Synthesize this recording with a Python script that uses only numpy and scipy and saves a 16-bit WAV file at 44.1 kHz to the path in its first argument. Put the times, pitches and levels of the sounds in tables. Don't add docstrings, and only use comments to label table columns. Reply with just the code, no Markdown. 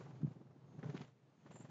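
import sys
import numpy as np
from scipy import signal
from scipy.fft import rfft, irfft, next_fast_len
from scipy.io import wavfile
from scipy.ndimage import map_coordinates

SR = 44100
rng = np.random.default_rng(int(sys.argv[2]) if len(sys.argv) > 2 else 0)


def inscribe(sig):
    pcm = np.round(np.clip(np.atleast_2d(sig).T, -1, 1) * 32767)
    wavfile.write(sys.argv[1], SR, pcm.astype(np.int16))


N = 74970
T = np.arange(N) / SR

# centre_s, level_db, pitch_hz
WHISTLE_CALLS = [(0.16, -89.5, 6480), (0.73, -86.5, 6510), (1.408, -91.5, 6430)]
# time_s, air_db, feather_db
STIR_LEVELS = [(0, -55, -66.5), (0.121, -54, -77), (.21, -57, -82), (0.301, -60.5, -79.5),
               (0.399, -64.5, -86), (0.601, -63.5, -104), (0.681, -58, -91), (0.759, -59.5, -84.5),
               (0.859, -54, -71.5), (1.019, -50.5, -70), (1.079, -63.5, -75), (1.139, -74, -87.5),
               (1.346, -70.5, -93), (1.44, -66.5, -79), (1.542, -60, -73.5), (1.7, -66, -74)]
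# centre_s, level_db, top_pitch_hz
TRILL_NOTES = [(1.523, -72.5, 7390), (1.543, -67.5, 7370), (1.565, -62, 7400), (1.585, -66, 7330),
               (1.606, -65.5, 7140), (1.624, -65.5, 7480), (1.644, -79.5, 7150)]
# time_s, relative_db, centre_hz
FEATHER_SNAPS = [(0.8304, -47, 1600), (0.835, -50, 1720), (0.861, -51, 1180), (0.891, -58.5, 1100),
                 (0.902, -49, 2000), (0.963, -53.5, 2400), (0.9675, -45.5, 2260), (0.972, -55, 4040),
                 (0.977, -43, 2820), (0.9946, -58.5, 3100), (0.9956, -54, 2790), (1.014, -52.5, 2700),
                 (1.0174, -49.5, 2870), (1.023, -55, 2200), (1.4708, -58.5, 1400)]
# time_s, level_db, width_s
CLOSE_PUFFS = [(0.233, -29, 0.00092), (0.2465, -28.5, 0.00091), (0.264, -42.5, 0.0031),
               (0.2776, -37.5, 0.0011), (0.947, -33.5, 0.0005), (0.951, -36.5, 0.0017)]
# time_s, push_db, swish_db, rustle_db
WINGBEATS = [(0.005, -49.5, -55, -63), (0.055, -52.5, -57, -70), (0.104, -52, -58.5, -79),
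             (0.153, -52, -66, -73.5), (0.214, -45, -63, -67.5), (0.266, -47, -62, -71),
             (0.312, -48, -65.5, -67.5), (0.364, -48, -71.5, -87), (0.411, -47.5, -68.5, -79),
             (0.464, -54.5, -68, -85), (0.505, -59.5, -67.5, -94), (0.563, -54.5, -72, -83),
             (0.749, -47, -73, -81), (0.7896, -45.5, -60.5, -66), (0.838, -38.5, -54.5, -61),
             (0.861, -39, -62, -79), (0.894, -37.5, -57, -56.5), (0.945, -42.5, -54, -55.5),
             (1.01, -43.5, -59, -53), (1.045, -55.5, -75, -76), (1.459, -53, -59, -67),
             (1.508, -46.5, -58.5, -58), (1.555, -46.5, -57, -62.5), (1.605, -47, -61, -62.5),
             (1.647, -50.5, -58.5, -63.5), (1.694, -50.5, -60.5, -71)]
# freq_hz, relative_db
YARD_SPECTRUM = [(25, -52.5), (55, -39), (90, -18), (130, 2), (200, -14.5), (400, -17), (1000, -28),
                 (2000, -35), (5000, -43), (7000, -45.5), (7800, -53.5)]
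STIR_SPECTRUM = [(30, 9.5), (75, 1), (125, 24.5), (200, 9), (450, 0), (1000, -6), (2000, -22.5),
                 (4000, -24.5), (7000, -34.5), (7800, -61)]
EDDY_SPECTRUM = [(30, -46.5), (80, -40.5), (130, 4), (190, -10), (280, -10), (450, -19.5), (800, -28),
                 (2000, -68.5)]
SWISH_SPECTRUM = [(150, -17), (400, 9), (700, 3), (1100, 1), (1900, -8.5), (3000, -25.5), (7000, -26)]
RUSTLE_SPECTRUM = [(700, 5), (2200, 1.5), (4200, -5.5), (5000, -9.5), (7000, -6), (7400, -7), (7800, -49)]


def amp(db):
    return 10 ** (np.asarray(db) / 20)


def unit_rms(x):
    return x / np.sqrt(np.mean(x ** 2) + 1e-20)


def filtered(x, response):
    size = next_fast_len(N + SR // 2)
    return irfft(rfft(x, size) * response(np.fft.rfftfreq(size, 1 / SR)), size)[:N]


def low_pass(x, edge_hz, order):
    return filtered(x, lambda hz: 1 / np.sqrt(1 + (hz / edge_hz) ** (2 * order)))


def coloured(x, spectrum):
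    freq_hz, db = np.transpose(spectrum)
    return filtered(x, lambda hz: amp(np.interp(np.log(hz + 1), np.log(freq_hz), db)))


def wobble(knots_per_s):
    return map_coordinates(rng.standard_normal(N // 8), [T * knots_per_s], mode="wrap")


def noise(spectrum, grain_db=0):
    white = rng.standard_normal(N) * amp(grain_db * wobble(900))
    return unit_rms(coloured(white, spectrum))


def swells(peaks_s, levels_db, rise_s, fall_s):
    t = T - peaks_s[:, None]
    shape = np.exp(-(np.minimum(t, 0) / rise_s) ** 2 - np.maximum(t, 0) / fall_s)
    return np.sqrt(np.sum((amp(levels_db)[:, None] * shape) ** 2, axis=0))


def low_cut(hz, corner_hz, q):
    return -hz ** 2 / (corner_hz ** 2 - hz ** 2 + 1j * hz * corner_hz / q)


def pressure_pulse(time_s, level_db, width_s):
    pulse = np.exp(-.5 * ((T - time_s) / width_s) ** 2)
    ringing = filtered(pulse, lambda hz: -low_cut(hz, 137, q=3.6) * low_cut(hz, 110, q=0.57))
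    return amp(level_db) * ringing / np.abs(ringing).max()


def yard(level_db=-68.5):
    return amp(level_db + wobble(13)) * noise(YARD_SPECTRUM)


def whistles(length_s=.17, waver_hz=230):
    calls = np.zeros(N)
    for centre_s, level_db, pitch_hz in WHISTLE_CALLS:
        position = np.clip(2 * (T - centre_s) / length_s, -1, 1)
        phase = 2 * np.pi * np.cumsum(pitch_hz + waver_hz * wobble(800)) / SR
        calls += amp(level_db) * (1 - position ** 2) * np.sin(phase)
    return calls


def wall_echo(x, level_db=-13, t60_s=.22, delay_s=.004):
    tail = rng.standard_normal(N) * amp(-60 * T / t60_s) * (T > delay_s)
    return amp(level_db) * signal.fftconvolve(x, tail / np.linalg.norm(tail))[:N]


def flock_stir():
    time_s, air_db, feather_db = np.transpose(STIR_LEVELS)
    flicker_db = 1.2 * wobble(60)
    air = noise(STIR_SPECTRUM) * amp(np.interp(T, time_s, air_db) + flicker_db)
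    feathers = noise(RUSTLE_SPECTRUM, grain_db=2.5) * amp(np.interp(T, time_s, feather_db) + flicker_db)
    return air + feathers


def trill(note_s=.017, arch_hz=460, waver_hz=140, sideband_hz=1300, sideband_db=-22, rasp_db=2):
    song = np.zeros(N)
    for centre_s, level_db, top_pitch_hz in TRILL_NOTES:
        position = np.clip(2 * (T - centre_s) / note_s, -1, 1)
        pitch_hz = top_pitch_hz - arch_hz * position ** 2 + waver_hz * wobble(700)
        phase = 2 * np.pi * np.cumsum(pitch_hz) / SR
        sideband = amp(sideband_db) * np.sin(phase + 2 * np.pi * sideband_hz * T)
        song += amp(level_db) * np.sqrt(1 - position ** 2) * (np.sin(phase) + sideband)
    return song * unit_rms(amp(rasp_db * wobble(600)))


def feather_snaps(click_db=3, chafe_db=-4):
    snaps = np.zeros(N)
    for time_s, db, hz in FEATHER_SNAPS:
        spectrum = [(hz / 4, -8), (hz, 0), (1.17 * hz, -1), (2 * hz, -18), (4 * hz, -26.5)]
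        impulse = 1.0 * (np.arange(N) == round(time_s * SR))
        click = coloured(impulse, spectrum)
        chafe = noise(spectrum) * swells(np.array([time_s]), [db + chafe_db], rise_s=.0003, fall_s=.0014)
        snaps += amp(db + click_db) * click / click.max() + chafe
    return snaps


def close_puffs():
    pulses = sum(pressure_pulse(*puff) for puff in CLOSE_PUFFS)
    return low_pass(pulses, edge_hz=500, order=10)


def air_pushes(push_offset_db=-1, eddy_offset_db=-5.5):
    time_s, push_db, _, _ = np.transpose(WINGBEATS)
    pushes = sum(pressure_pulse(s, db + push_offset_db, width_s=.001) for s, db in zip(time_s, push_db))
    eddies = noise(EDDY_SPECTRUM) * swells(time_s, push_db + eddy_offset_db, rise_s=.011, fall_s=.013)
    return pushes + eddies


def wing_swishes(swish_lag_s=.0055, rustle_lag_s=.0046):
    time_s, _, swish_db, rustle_db = np.transpose(WINGBEATS)
    swish_envelope = swells(time_s + swish_lag_s, swish_db + .5, rise_s=.003, fall_s=.0096)
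    rustle_envelope = swells(time_s + rustle_lag_s, rustle_db - 6.5, rise_s=.006, fall_s=.013)
    return noise(SWISH_SPECTRUM) * swish_envelope + noise(RUSTLE_SPECTRUM, grain_db=1) * rustle_envelope


def scene():
    wings = low_pass(wing_swishes() + feather_snaps(), edge_hz=6810, order=50)
    birds = wings + trill() + whistles()
    return (birds + wall_echo(birds) + air_pushes() + close_puffs() + flock_stir() + yard())[None]


def record(dry):
    bass_cut_hz = 120
    thinned = filtered(dry[0], lambda hz: hz ** 2 / np.hypot(hz ** 2, bass_cut_hz ** 2))
    return low_pass(thinned, edge_hz=8900, order=40)[None]


dry = scene()
out = record(dry)
inscribe(out)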